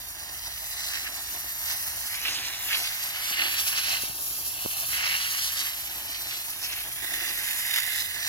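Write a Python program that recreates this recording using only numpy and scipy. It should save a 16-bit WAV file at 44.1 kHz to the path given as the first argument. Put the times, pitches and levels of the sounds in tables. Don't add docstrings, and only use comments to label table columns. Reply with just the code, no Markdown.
import sys
import numpy as np
from scipy import signal
from scipy.fft import rfft, irfft, next_fast_len
from scipy.io import wavfile
from scipy.ndimage import map_coordinates

SR = 44100
rng = np.random.default_rng(int(sys.argv[2]) if len(sys.argv) > 2 else 0)


def put_to_file(sound):
    columns = np.atleast_2d(sound).T
    safe = np.clip(columns, -1, 1)
    whole_steps = np.round(safe * 32767)
    wavfile.write(sys.argv[1], SR, whole_steps.astype(np.int16))


N = 365148
TIME_S = np.arange(N) / SR


def from_db(db):
    return 10 ** (np.asarray(db) / 20)


def unit_rms(x):
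    return x / np.sqrt(np.mean(x ** 2) + 1e-20)


def curves(rows):
    times_s, *columns = np.transpose(rows)
    return [np.interp(TIME_S, times_s, column) for column in columns]


def envelope(rows):
    return from_db(curves(rows)[0])


def drift(per_s):
    hop, settle = 20, 4000
    pole = np.exp(-2 * np.pi * per_s * hop / SR)
    noise = rng.standard_normal(N // hop + settle + 2)
    slow = signal.lfilter([1], [1, -2 * pole, pole * pole], noise)[settle:]
    return np.interp(np.arange(N) / hop, np.arange(len(slow)), unit_rms(slow))


def surge_power(rows, rise_share=0.56):
    power = np.zeros(N)
    for peak_s, db, length_s in rows:
        flank_s = length_s * np.where(TIME_S < peak_s, rise_share, 1 - rise_share)
        u = (TIME_S - peak_s) / flank_s
        power += from_db(db) ** 2 * np.exp(-np.minimum(u ** 2, 20))
    return power


def colour(x, spectrum):
    size = next_fast_len(N)
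    hz = np.arange(size // 2 + 1) * SR / size + 1e-3
    points_hz, db = np.transpose(spectrum)
    gain = from_db(np.interp(np.log(hz), np.log(points_hz), db)) * np.minimum(hz / points_hz[0], 1) ** 2
    return unit_rms(irfft(rfft(x, size) * gain, size)[..., :N])


def resonate(x, hz, width_hz):
    r = np.exp(-np.pi * width_hz / SR)
    poles = [1, -2 * r * np.cos(2 * np.pi * hz / SR), r * r]
    return signal.lfilter(np.array([1, 0, -1]) * (1 - r * r) / 2, poles, x + 1e-18)


def modes(x, rows):
    return sum((-1) ** k * from_db(db) * resonate(x, hz, width_hz)
               for k, (hz, width_hz, db) in enumerate(rows))


def delayed(x, ms):
    return map_coordinates(x, [(TIME_S - ms / 1000) * SR], order=3, mode="mirror")


def impacts(per_s, spread_db, slug_db, slugs_per_s):
    hits = rng.random((3, N)) < per_s / SR
    sizes = from_db(spread_db * np.minimum(rng.exponential(1, (3, N)), 4))
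    signs = rng.choice([-1, 1], (3, N))
    return unit_rms(hits * sizes * signs * from_db(slug_db * drift(slugs_per_s)))


# t/s, level/dB
HISS_DB = [(0, -35.5), (0.6, -36), (1.4, -32), (1.7, -28.5), (2.05, -30), (2.25, -33), (2.56, -36.5),
           (2.66, -30), (3.3, -31.5), (3.65, -26), (3.9, -30), (4.5, -28), (5.0, -28.5), (5.5, -29),
           (5.9, -32.5), (6.9, -32), (7.5, -30), (8.28, -34.5)]
# f/Hz, level/dB
HISS_SPECTRUM = [(150, -10), (480, -21.5), (700, -15.5), (1300, -6), (2300, -70), (3300, -11), (5200, -1.5),
                 (6500, -1), (8400, -7), (10000, 1), (12300, 5.5), (14000, 2), (15700, -4)]


def nozzle(mud_gain, half_power_db=-18.5):
    flutter = from_db(1.63 * drift(19))
    uncovered = 1 / np.hypot(1, mud_gain / from_db(half_power_db))
    return envelope(HISS_DB) * uncovered * colour(rng.standard_normal((3, N)) * flutter, HISS_SPECTRUM)


# t/s, level/dB
BITE_DB = [(0, -48.5), (0.85, -38.5), (1.3, -40), (2.1, -36.5), (2.35, -36.5), (2.58, -35), (2.85, -34.5),
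           (3.1, -32.5), (3.35, -30), (3.55, -29), (3.64, -33), (3.73, -28), (3.8, -35), (3.93, -31),
           (4.1, -58), (4.8, -43), (4.87, -46), (4.93, -25.5), (5.03, -21), (5.3, -28.5), (5.55, -36.5),
           (5.68, -28), (5.74, -38.5), (6.3, -53.5), (6.95, -67), (7.15, -31), (8.28, -54)]
# peak t/s, level/dB, length/s
SPURTS = [(0.2, -40, 0.03), (0.295, -40.5, 0.021), (0.46, -35, 0.046), (0.59, -44, 0.039),
          (0.71, -42.5, 0.12), (0.91, -30, 0.19), (1.17, -35.5, 0.046), (1.27, -36.5, 0.041),
          (1.70, -32, 0.086), (1.94, -55, 0.11), (2.25, -37.5, 0.18), (2.35, -29.5, 0.11),
          (2.47, -30.5, 0.047), (2.68, -33, 0.042), (2.83, -31.5, 0.12), (3.59, -26, 0.033),
          (3.68, -22.5, 0.019), (3.783, -26, 0.04), (3.90, -28.5, 0.11), (3.965, -39, 0.02),
          (4.02, -35.5, 0.21), (5.2, -32, 0.1), (5.45, -28.5, 0.14), (5.60, -27.5, 0.059),
          (5.68, -35, 0.053), (6.13, -34, 0.084), (6.33, -34, 0.15), (6.65, -31.5, 0.049),
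          (6.73, -33, 0.021), (7.29, -32, 0.031), (7.78, -30, 0.096), (7.995, -32, 0.077),
          (8.26, -31.5, 0.16)]
# peak t/s, level/dB, length/s
GOUGES = [(0.96, -26.5, 0.051), (1.07, -28, 0.029), (1.72, -34, 0.11), (2.26, -32.5, 0.14),
          (2.74, -26, 0.069), (3.2, -29.5, 0.087), (3.41, -24.5, 0.08), (3.58, -29, 0.09),
          (3.785, -32, 0.03), (3.92, -27, 0.16), (4.95, -42, 0.051), (5.06, -27, 0.098), (5.62, -49, 0.12),
          (6.15, -34, 0.048), (6.33, -36.5, 0.041), (6.78, -37.5, 0.13), (7.79, -31, 0.064)]


def erosion(usual_bite_db=-40, uneven_db=0.8):
    bite_db = curves(BITE_DB)[0] + uneven_db * drift(10.0)
    spray_db = -40.5 + 0.45 * (bite_db - usual_bite_db)
    spray_gain = np.sqrt(from_db(spray_db) ** 2 + surge_power(SPURTS))
    mud_gain = np.sqrt(from_db(bite_db) ** 2 + surge_power(GOUGES))
    return spray_gain, mud_gain


# f/Hz, level/dB
SPRAY_SPECTRUM = [(150, -16), (480, -26), (800, -2.5), (1300, -4.5), (1900, 6.5), (3000, 7.5), (4200, 12.5),
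                  (5500, 9), (8400, 0.5), (11500, 2), (15700, -36)]
# f/Hz, level/dB
GRIT_SPECTRUM = [(400, -35.5), (750, 2.5), (1900, 4), (3500, 1.5), (6000, 14.5), (9000, -24), (15700, -16)]


def spatter(spray_gain, grit_db=-7.5):
    drops = colour(impacts(per_s=6500, spread_db=3.0, slug_db=2.0, slugs_per_s=16), SPRAY_SPECTRUM)
    grit = colour(impacts(per_s=230, spread_db=3.0, slug_db=2.5, slugs_per_s=11), GRIT_SPECTRUM)
    return spray_gain * (drops + from_db(grit_db) * grit)


# t/s, level/dB
RUNOFF_DB = [(0, -41), (0.67, -44.5), (1.0, -39.5), (2.4, -39.5), (3.5, -38.5), (3.95, -41), (4.86, -41),
             (4.92, -62), (5.3, -52), (5.7, -43), (8.28, -41.5)]
# f/Hz, width/Hz, level/dB
POCKET_MODES = [(332, 400, -8.5), (760, 310, 1.5), (920, 430, 0.5), (1360, 790, -4)]
# peak t/s, level/dB, length/s
GULPS = [(0.2, -61, 0.4), (1.02, -54, 0.17), (1.36, -56, 0.28), (2.35, -55, 0.26), (2.76, -56.5, 0.17),
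         (3.42, -50.5, 0.18), (3.85, -61, 0.22), (4.35, -53.5, 0.4), (5.05, -73, 0.62), (5.62, -51, 0.067),
         (6.15, -60, 0.63), (6.85, -59, 0.44), (7.3, -54.5, 0.4), (8.12, -57.5, 0.28)]


def runoff(gurgle_db=-6.5, gulp_hz=320, gulp_width_hz=200):
    plops = impacts(per_s=1000, spread_db=2.5, slug_db=3.0, slugs_per_s=11.6)
    pockets = sum(from_db(db) * resonate(resonate(plops, hz, width_hz), hz, width_hz)
                  for hz, width_hz, db in POCKET_MODES)
    gurgle = from_db(gurgle_db) * envelope(RUNOFF_DB) * unit_rms(pockets)
    gulp = resonate(resonate(plops, gulp_hz, gulp_width_hz), gulp_hz, gulp_width_hz)
    return gurgle + np.sqrt(surge_power(GULPS)) * unit_rms(gulp)


# f/Hz, level/dB
RUMBLE_SPECTRUM = [(20, -32), (35, -8), (55, -10), (75, 0), (100, -5.5), (135, -6.5), (180, -23),
                   (300, -19.5), (500, -21), (900, -23.5)]
# t/s, f/Hz, level/dB
ENGINE_TRACK = [(0, 52, -60), (.9, 55, -57.5), (2.0, 54, -58), (3.0, 56, -61), (6.6, 56, -61),
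                (7.1, 50, -58), (7.6, 42, -63), (8.28, 38, -65)]


def far_motors(rumble_db=-53.5, apart_db=-9.0, hum_hz=121.0, hum_db=-66.5):
    air = rng.standard_normal(N) + from_db(apart_db) * rng.standard_normal((2, N))
    rumble = colour(air * from_db(2.0 * drift(5.4)), RUMBLE_SPECTRUM)
    engine_hz, engine_db = curves(ENGINE_TRACK)
    throb = 1 + np.tanh(drift(9.4)) / 2
    engine = from_db(engine_db) * throb * np.sin(2 * np.pi * np.cumsum(engine_hz + 3.5 * drift(7.2)) / SR)
    hum_gain = from_db(hum_db + 2.0 * drift(2.3))
    hum = hum_gain * np.sin(2 * np.pi * np.cumsum(hum_hz + 0.48 * drift(3.5)) / SR)
    return from_db(rumble_db) * rumble + np.sqrt(2) * (engine + hum)


# f/Hz, level/dB
MUD_SPECTRUM = [(150, -17), (500, -14), (800, -3), (1200, -1), (1600, 5), (2100, 13.5), (2450, 5),
                (2850, 11), (3500, -1.5), (4400, 0.5), (6000, -5), (8500, -55), (15700, -51)]
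# t/s, level/dB
CRATER_RING_DB = [(1.8, -36), (2.3, 4.5), (3.4, -3), (3.65, -3.5), (3.9, -1), (5.1, -11), (6.7, 12.5),
                  (7.1, -20)]
# t/s, relative peak/dB
SPLATS = [(2.252, -7), (2.7294, -24), (3.3916, -1.5), (3.418, -7), (3.5838, -10), (3.678, -9), (3.773, -10),
          (3.785, -6), (3.884, -8), (3.968, -10), (5.6133, -8), (7.776, 2)]


def churn(mud_gain, bubble_cycles=4.1, bubble_db=-5.5, splat_db=-20.0, splat_decay_s=0.0055):
    slaps = impacts(per_s=7000, spread_db=3.0, slug_db=-1.0, slugs_per_s=46)
    births = impacts(per_s=2500, spread_db=5.5, slug_db=2.5, slugs_per_s=7.1)
    pitches_hz = np.geomspace(700, 6000, 16)
    pitch_index = rng.integers(0, len(pitches_hz), N)
    bubbles = sum(resonate(births * (pitch_index == k), hz, hz / bubble_cycles)
                  for k, hz in enumerate(pitches_hz))
    mud = colour(slaps + from_db(bubble_db) * unit_rms(bubbles), MUD_SPECTRUM)
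    crater_slaps = impacts(per_s=3700, spread_db=1.0, slug_db=4.5, slugs_per_s=27)
    ring = envelope(CRATER_RING_DB) * crater(crater_slaps)
    force = mud_gain.copy()
    for onset_s, db in SPLATS:
        start = int(onset_s * SR)
        decay = np.exp(-np.minimum(TIME_S[:N - start] / splat_decay_s, 20))
        force[start:] += from_db(db + splat_db) * decay
    return force * unit_rms(mud + ring)


# f/Hz, width/Hz, level/dB
CRATER_MODES = [(2040, 260, 10.5), (2580, 1080, 17), (4480, 530, 13.5)]


def crater(slaps, pitch_wander=0.041, changes_per_s=3.0):
    slip_ms = 1000 * np.cumsum(pitch_wander * drift(changes_per_s)) / SR
    return unit_rms(np.array([delayed(part, slip_ms) for part in modes(slaps, CRATER_MODES)]))


# t/s, level/dB
RUSH_DB = [(3.2, -59), (3.45, -25.5), (3.64, -45), (3.78, -34), (3.92, -35), (4.15, -44.5), (4.86, -36),
           (4.95, -46), (5.1, -35), (5.45, -43), (5.8, -41)]


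def rush():
    return envelope(RUSH_DB) * crater(impacts(per_s=7700, spread_db=1.0, slug_db=2.0, slugs_per_s=39))


# t/s, level/dB, push length/ms
BUMPS = [(3.314, -37, 0.45), (4.037, -29, 0.34), (4.1, -41, 0.85), (4.652, -28, 0.35),
         (4.6607, -18.5, 0.31)]


def bumps(thud_hz=85, thud_width_hz=45, thud_db=2.0, left_lag_ms=0.64):
    push = np.zeros(N)
    for centre_s, db, length_ms in BUMPS:
        u = (TIME_S - centre_s) * 1000 / length_ms
        push -= from_db(db) * u * np.exp((1 - u ** 2) / 2)
    knock = push + from_db(thud_db) * resonate(push, thud_hz, thud_width_hz)
    return np.array([delayed(knock, left_lag_ms), knock]) * pan(-4.0)


# t/s, level/dB
HOLLOW_DB = [(0, -46.5), (2.0, -48), (4.3, -50), (6.6, -44.5), (6.93, -43), (7.03, -33), (7.18, -30),
             (7.37, -32), (7.5, -28.5), (7.64, -31.5), (7.78, -25), (7.88, -27.5), (8.0, -28.5), (8.1, -33),
             (8.28, -28)]
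# f/Hz, width/Hz, level/dB
HOLLOW_MODES = [(1640, 470, -4), (1844, 410, 2), (2070, 108, 3.5), (2660, 550, -7.5), (3716, 153, 0),
                (5060, 1000, -14.5), (6990, 510, -8.5), (12200, 4600, -10)]


def hollow():
    drumming = impacts(per_s=3200, spread_db=3.0, slug_db=1.5, slugs_per_s=45)
    return envelope(HOLLOW_DB) * unit_rms(modes(drumming, HOLLOW_MODES))


def pan(db):
    return from_db(np.array([[db], [-db]]) / 2)


def placed(parts, edges_db, pan_db):
    sides, edge_gain = pan(pan_db), from_db(edges_db)
    return np.array([parts[0] * sides, edge_gain * parts[1:] * sides]) / np.hypot(1, edge_gain)


def ground_echoes(lead_ms, gain_db=-2.0, nearest_ms=0.401, spread_ms=0.9, glide=2.58, count=8):
    glide_ms = glide * (lead_ms - lead_ms.min())
    return [(nearest_ms + spread_ms * min(distance, 3) + slant * glide_ms,
             from_db(gain_db) * drift(1.92) / np.sqrt(count))
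            for distance, slant in zip(rng.exponential(1, count), rng.uniform(0.47, 2.05, count))]


def reflected(x, paths, corner_hz=2000, comb_share=0.45, size=1024):
    framing = dict(nperseg=size, noverlap=size * 5 // 8)
    hz, frame_s, frames = signal.stft(x, SR, **framing)
    at = np.minimum((frame_s * SR).astype(int), N - 1)
    echoes = sum(gain[at] * np.exp(-2j * np.pi * np.outer(hz, ms[at]) / 1000) for ms, gain in paths)
    comb = 1 + echoes * (hz ** 2 / (hz ** 2 + corner_hz ** 2))[:, None]
    comb = np.abs(comb) ** comb_share * np.exp(1j * np.angle(comb))
    return signal.istft(frames * comb, SR, **framing)[1][:N]


# t/s, left lead/ms
LEAD_MS = [(0, 0.19), (1.6, 0.21), (2.1, .18), (2.33, 0.12), (2.62, 0.12), (2.9, .2), (3.5, 0.25),
           (4.0, 0.2724), (5.15, 0.27), (5.5, 0.25), (5.78, .22), (6.0, 0.22), (6.17, 0.203), (6.35, 0.22),
           (6.6, 0.16), (7.1, 0.19), (7.75, 0.16), (8.28, 0.2)]
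# base delay/ms, extra ms per ms of lead, gain
NEAR_ECHOES = [(-.044, 2.713, 0.35), (0.388, 1.245, 0.18), (0.872, 0.16, -0.37), (0.599, 0.42, 0.31),
               (0.653, 4.4, 0.25)]
# t/s, gain
PIPE_ECHO_GAIN = [(3.1, 0.066), (3.5, .35), (4.4, 0), (5.25, 0.12), (5.7, 0)]


def microphones(centre, edges, pipe_ms=0.63):
    lead_ms, = curves(LEAD_MS)
    left, right = np.array([centre[0], delayed(centre[1], lead_ms)]) + edges
    near = [(ms + per_lead * lead_ms, np.full(N, gain)) for ms, per_lead, gain in NEAR_ECHOES]
    pipe = [(pipe_ms + lead_ms, curves(PIPE_ECHO_GAIN)[0])]
    return np.array([reflected(left, ground_echoes(lead_ms)),
                     reflected(right, ground_echoes(lead_ms) + near + pipe)])


# f/Hz, left minus right/dB, left lead/rad
PORT_RESPONSE = [(100, 0.5, -.3), (436, -13, 0.74), (580, 3, -1.5), (770, -12.5, -0.66), (1010, -9, -0.2),
                 (1230, -3, -0.6), (1350, -5.5, -0.29), (1760, -10.5, -1.54), (1990, -9, -0.89),
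                 (2500, -8, 0.16), (2790, -6, -0.18), (3330, -7.5, -0.79), (4050, -7, -1.24),
                 (4850, -5.5, -0.45), (7130, -6.5, 0.46), (7860, -1, 2.06), (8350, -8.5, -0.9),
                 (9900, 1.5, 1.8), (12300, -8, 1.45), (12400, 0, 0.89), (15500, -10.5, 0.59)]


def case_shading(pair):
    size = next_fast_len(N)
    log_hz = np.log(np.arange(size // 2 + 1) * SR / size + 1)
    points_hz, db, lead_rad = np.transpose(PORT_RESPONSE)
    half = np.array([[.5], [-.5]])
    gain = from_db(half * np.interp(log_hz, np.log(points_hz), db))
    gain /= np.sqrt(np.mean(gain ** 2, axis=0))
    rotation = np.exp(1j * half * np.interp(log_hz, np.log(points_hz), lead_rad))
    return irfft(rfft(pair, size) * rotation * gain, size)[:, :N]


def scene(water_db=-2.0):
    spray_gain, mud_gain = erosion()
    centre, edges = (placed(nozzle(mud_gain), edges_db=-4.5, pan_db=3.5)
                     + placed(spatter(spray_gain), edges_db=-16.5, pan_db=4.5)
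                     + placed(churn(mud_gain), edges_db=-5.5, pan_db=5.0)
                     + placed(hollow(), edges_db=-22.0, pan_db=-0.5)
                     + placed(runoff(), edges_db=-10.5, pan_db=7.0)
                     + placed(rush(), edges_db=-34.0, pan_db=5.5))
    return case_shading(from_db(water_db) * microphones(centre, edges) + far_motors()) + bumps()


def record(dry):
    return signal.sosfilt(signal.ellip(12, .1, 80, 15950, fs=SR, output="sos"), dry)


dry = scene()
out = record(dry)
put_to_file(out)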